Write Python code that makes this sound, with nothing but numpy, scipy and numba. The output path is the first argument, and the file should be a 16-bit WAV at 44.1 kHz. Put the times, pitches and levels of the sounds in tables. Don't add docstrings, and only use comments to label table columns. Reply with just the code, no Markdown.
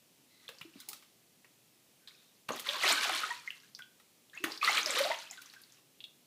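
import sys
import numpy as np
from scipy import signal
from scipy.fft import rfft, irfft
from scipy.io import wavfile
from numba import njit

SR = 44100
rng = np.random.default_rng(int(sys.argv[2]) if len(sys.argv) > 2 else 0)


def int16_out(signal):
    q = np.round(np.clip(np.atleast_2d(signal).T, -1, 1) * 32767)
    wavfile.write(sys.argv[1], SR, q.astype(np.int16))


N = 276066


def churn():
    # (t/s, fizz level/dB)
    spells = [
        [(0.4, -65), (0.48, -61), (0.56, -65), (0.7, -72.5), (0.79, -61.5), (0.97, -66.5), (1.08, -77)],
        [(2.073, -58.5), (2.15, -73), (2.4, -83)],
        [(2.485, -42.5), (2.59, -47.5), (2.64, -60), (2.665, -36), (2.81, -33.5), (2.835, -30.5), (2.92, -23.5),
         (2.96, -36), (3.09, -28.5), (3.17, -35), (3.29, -34), (3.36, -52.5), (3.47, -55), (3.7, -67)],
        [(4.33, -56.5), (4.43, -64.5), (4.45, -48), (4.6, -54.5), (4.64, -34.5), (4.79, -28.5), (4.835, -37.5),
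         (4.87, -32), (5.0, -31.5), (5.08, -33.5), (5.13, -40.5), (5.28, -50.5), (5.5, -64), (5.54, -56.5),
         (5.62, -72.5), (5.8, -69)],
    ]
    # (t/s, gurgle level/dB)
    plunges = [(.5, -57), (.88, -48.5), (2.492, -26.5), (2.84, -22.5), (4.45, -35)]
    t, silent_db = np.arange(N) / SR, -150.
    fizz_db = np.full(N, silent_db)
    for spell in spells:
        times, db = np.transpose(spell)
        moving = (t >= times[0]) & (t <= times[-1])
        fizz_db[moving] = np.interp(t[moving], times, db)
    stir_db = fizz_db + 30
    burst = lambda start, db, db_per_s: np.where(t >= start, db - db_per_s * (t - start), silent_db)
    plunges_db = [burst(start, db, db_per_s=207) for start, db in plunges]
    head_shake_db = burst(start=.889, db=-46, db_per_s=130)
    gurgle_db = np.max([-37 + 1.6 * stir_db] + plunges_db, axis=0)
    spray_db = np.maximum(-35 + .82 * stir_db, head_shake_db)
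    spatter_db = flutter_db(per_s=30, spread_db=3.42)
    fizz = swarm(fizz_db + spatter_db - 1, per_s=2206, band_hz=(988.5, 4304), cycles=13)
    gurgle = swarm(gurgle_db - 4, per_s=327, band_hz=(230.5, 1306.5), cycles=9.5, scatter_db=-3)
    spray = swarm(spray_db + spatter_db + 1.5, per_s=3001.5, band_hz=(3595.5, 13500), cycles=4,
                  scatter_db=3, db_per_octave=-4)
    trickle = swarm(-48 + .63 * stir_db, per_s=40, band_hz=(1303, 6997), cycles=34)
    return fizz + gurgle + spray + trickle


def swarm(db, per_s, band_hz, cycles, scatter_db=2.5, db_per_octave=5):
    when, pitch, strength, ringing = rng.random((int(per_s * N / SR), 4)).T
    t = when * N / SR
    low_hz, high_hz = band_hz
    hz = low_hz * (high_hz / low_hz) ** pitch
    t60 = cycles * (.5 + 2 * ringing) / hz
    scatter = -np.log(1 - strength + strength / 200)
    size = undb(db_per_octave * np.log2(hz / low_hz) + scatter_db * scatter)
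    expected_rms = np.sqrt(per_s * np.mean(size ** 2 * t60) / (4 * np.log(1000)))
    envelope = undb(np.interp(t, np.arange(N) / SR, db))
    return resonances(t, hz, t60, size * envelope / expected_rms, glide=.27 / t60)


def large_bubbles():
    # (t/s, level/dB, f/Hz, t60/s, glide/(octaves/s))
    plops = [(0.49, -41, 520, 0.066, -0.5), (0.65, -40.5, 328, 0.052, -2), (0.757, -30.5, 253, 0.028, 1),
             (2.505, -17, 453, 0.016, 4), (2.682, -41.5, 544, 0.23, 3.5), (2.744, -37, 1103, 0.13, -11),
             (2.835, -23.5, 2076, 0.071, -7.5), (2.862, -24, 2660, 0.045, 0), (2.903, -19, 917, 0.027, 7),
             (2.921, -30.5, 2340, 0.16, -4.5), (2.976, -25.5, 1525, 0.057, 0),
             (3.095, -18.5, 754, 0.023, 4.5), (3.096, -22, 1420, 0.024, -4), (3.234, -22, 1334, 0.034, -10),
             (3.305, -35.5, 1842, 0.15, 3), (3.307, -32.5, 989, 0.082, -3.5), (3.476, -31, 2114, 0.044, -3),
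             (3.377, -45.5, 2510, 0.085, -2), (3.505, -26, 2890, 0.012, 5), (3.792, -40, 1563, 0.09, 0.5),
             (4.333, -48, 1630, 0.21, 30), (4.375, -35.5, 2554, 0.04, 12),
             (4.403, -45.5, 309.5, 0.48, 14.5), (4.44, -19, 320, 0.032, 2), (4.614, -33, 2450, 0.21, 5.5),
             (4.628, -21, 1163, 0.064, 8.5), (4.675, -24, 1924, 0.12, 8), (4.676, -23, 1240, 0.056, 19),
             (4.695, -19, 834, 0.021, -10.5), (4.86, -39, 640, 0.43, -6), (4.972, -32, 1240, 0.051, -1),
             (4.966, -33, 486.3, 0.26, 5), (5.003, -23.5, 555, 0.073, -0.5), (5.048, -27, 633, 0.1, 13),
             (5.1, -24.5, 618, 0.1, 6), (5.106, -25, 890, 0.091, 4.5), (5.115, -22.5, 1976, 0.036, 11),
             (5.311, -49, 760, 0.077, 4.5), (5.328, -41.5, 2070, 0.032, -6.5), (5.378, -43, 1540, 0.07, -2),
             (5.563, -48.5, 1590, 0.046, 1)]
    t, db, hz, t60, glide = np.transpose(plops)
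    detune, lag = rng.uniform(-1, 1, (len(t), 2)).T
    tone = resonances(t, hz, t60, undb(db), glide)
    neighbour = resonances(t + .012 * abs(lag), hz * (1 + .1 * detune), t60, undb(db - 5), glide / 2)
    ripples = undb(flutter_db(per_s=70, spread_db=2.5))
    return (tone + neighbour) * ripples + splash(t, db - 7.5, hz, snap_db=-20, octaves=.5, count=30)


def slaps():
    # (t/s, level/dB, centre f/Hz, relative knock level/dB)
    impacts = [(0.4892, -33.5, 2900, -14.5), (0.612, -37.5, 2410, 0.5), (0.8019, -37.5, 5140, -28),
               (0.887, -32, 8640, -33), (0.9308, -33, 4460, -31), (1.024, -45.5, 2850, -29),
               (1.4447, -46.5, 1670, -19), (2.4884, -23, 1930, -8.5), (2.56, -40, 6500, -21),
               (2.596, -29, 5530, -20), (2.833, -25.5, 1880, -24), (3.7892, -39.5, 2670, -43),
               (3.9992, -47, 2780, -20), (4.4396, -17.5, 2670, -18), (4.362, -41.5, 1300, -20),
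               (4.6173, -46, 2570, -25), (4.675, -34, 1910, -7), (4.9878, -17, 2370, -31),
               (5.418, -38.5, 4550, -31), (5.536, -39.5, 2180, -19)]
    # (f/Hz, level re knock/dB, t60/s)
    modes = [(141, 7, 0.04), (1124, -7.5, 0.019)]
    t, db, hz, knock_db = np.transpose(impacts)
    knock = sum(resonances(t, f, t60, undb(db + knock_db + mode_db)) for f, mode_db, t60 in modes)
    return knock + splash(t, db, hz, snap_db=-14, octaves=.856)


def drops():
    # (t/s, level/dB, f/Hz)
    drips = [(0.4804, -36.5, 3550), (0.5854, -44, 5000), (0.615, -36.5, 2880), (0.738, -51.5, 2670),
             (2.0752, -38, 3900), (2.084, -41, 4080), (2.59, -35, 3200), (2.6895, -18.5, 3470),
             (2.912, -20, 3500), (2.924, -19, 8400), (3.15, -28.5, 8500), (3.601, -49, 4800),
             (3.7496, -33, 4820), (3.8216, -39.5, 3160), (4.298, -53, 3430), (4.5198, -28, 4700),
             (4.576, -32, 4720), (4.6463, -19, 4230), (4.7534, -25, 3600), (4.7786, -21, 2400),
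             (4.8599, -17.5, 5050), (4.907, -24.5, 7700), (4.957, -25.5, 3600), (5.0383, -21.5, 4340),
             (5.144, -29.5, 2850), (5.225, -49, 3400), (5.273, -42, 3150), (5.3107, -31, 7000),
             (5.374, -41, 3500), (5.4594, -42.5, 5850), (5.4992, -42.5, 4270), (5.6174, -42, 11600),
             (5.6365, -45, 4530), (5.7221, -46.5, 6200), (6.0047, -36.5, 3400), (6.0405, -32.5, 3650)]
    t, db, hz = np.transpose(drips)
    return resonances(t, hz, 39 / hz, undb(db)) + splash(t, db, hz, snap_db=-29, octaves=.19)


def splash(t, db, hz, snap_db, octaves, count=80):
    snap_t60, froth_t60 = .064, .075
    kicks = np.zeros(N)
    kicks[(t * SR).astype(int)] = undb(db + snap_db + 8 * np.log2(hz / 3000))
    decay = signal.lfilter([1], [1, -undb(-60 / (snap_t60 * SR))], kicks)
    snap = decay * highpass(rng.standard_normal(N), hz=5000, order=2)
    age = rng.random((len(t), count)).T ** 2 / 2
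    froth_t = (t + age * froth_t60).ravel()
    froth_size = undb(db - 13.5 - 60 * age).ravel()
    froth_hz = np.clip(hz * 2 ** (octaves * rng.standard_normal((len(t), count)).T), 300, 15000).ravel()
    bubble_t60 = np.minimum(46 / froth_hz, .023)
    froth = resonances(froth_t, froth_hz, bubble_t60, froth_size)
    click = resonances(t, hz, t60=9 / hz, size=undb(db - 2))
    return snap + froth + click


def resonances(t, hz, t60, size, glide=0.):
    each = np.ones(len(t))
    return ring((t * SR).astype(np.int64), hz * each, t60 * each, size, glide * each)


@njit
def ring(start, hz, t60, size, glide):
    rise_cycles, reach_octaves = 1.2, .45
    out = np.zeros(N)
    for k in range(len(start)):
        phasor, onset_gap = size[k] + 0j, 1.
        swell = np.exp(-hz[k] / (rise_cycles * SR))
        step = np.exp(2j * np.pi * hz[k] / SR - np.log(1000) / (t60[k] * SR))
        bend = np.exp(2j * np.pi * hz[k] * np.log(2) * glide[k] / SR ** 2)
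        for i in range(start[k], min(N, start[k] + int(.83 * t60[k] * SR))):
            onset_gap *= swell
            out[i] += phasor.imag * (1 - onset_gap)
            phasor *= step
            if (i - start[k]) * abs(glide[k]) < reach_octaves * SR:
                step *= bend
    return out


def whistles():
    # (start t/s, end t/s, f/Hz, bandwidth/Hz, level/dB)
    breaths = [(0.288, 0.476, 4030, 200, -70), (0.293, 0.458, 2020, 60, -73), (2, 2.14, 1560, 90, -72.5),
               (2.076, 2.324, 3700, 250, -70.5)]
    out, t = np.zeros(N), np.arange(N) / SR
    for start, end, hz, width_hz, db in breaths:
        band = signal.lfilter(*signal.iirpeak(hz, hz / width_hz, SR), rng.standard_normal(N))
        progress = np.clip((t - start) / (end - start), 0, 1)
        out += level(band, db) * np.sin(np.pi * progress) ** .5
    return out


@njit
def reverberation(x, t60, damping):
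    lags = np.array([211, 337, 461, 613, 797, 983, 1171, 1399])
    gain = 10 ** (-3 * lags / SR / t60)
    line, dulled, out = np.zeros((8, 2048)), np.zeros(8), np.zeros(N)
    for i in range(N):
        for k in range(8):
            dulled[k] += (1 - damping) * (gain[k] * line[k, (i - lags[k]) & 2047] - dulled[k])
            out[i] += dulled[k] * (1 - 2 * (k % 2))
        line[:, i & 2047] = x[i] + dulled - dulled.sum() / 4
    return out


def hush():
    # (f/Hz, relative spectral level/dB)
    spectrum = [(20, -31), (85, -18.5), (120, -5), (270, -4.5), (1030, -16.5), (1120, -16), (1440, -18.5),
                (2080, -16), (2600, -13.5), (14300, -18), (16000, -22)]
    hz, db = np.transpose(spectrum)
    f = np.arange(N // 2 + 1) * SR / N + 1
    shape = undb(np.interp(np.log(f), np.log(hz), db))
    return level(irfft(rfft(rng.standard_normal(N)) * shape, N), db=-66.5)


def flutter_db(per_s, spread_db):
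    knots = rng.standard_normal(N // 100)
    return spread_db * np.interp(np.arange(N) * per_s / SR, np.arange(len(knots)), knots)


def highpass(x, hz, order):
    return signal.sosfilt(signal.butter(order, hz, "high", fs=SR, output="sos"), x)


def undb(db):
    return 10 ** (np.asarray(db) / 20)


def level(x, db):
    return x * undb(db) / np.sqrt(np.mean(x ** 2))


def scene():
    direct = churn() + large_bubbles() + drops() + slaps() + whistles()
    echo = undb(-17.5) * reverberation(direct + 1e-18, t60=.34, damping=.032)
    bath = highpass(direct + echo, hz=320, order=1)
    return (bath + hush())[None]


def record(dry):
    return signal.sosfilt(signal.ellip(10, .2, 60, 15500, fs=SR, output="sos"), dry)


dry = scene()
out = record(dry)
int16_out(out)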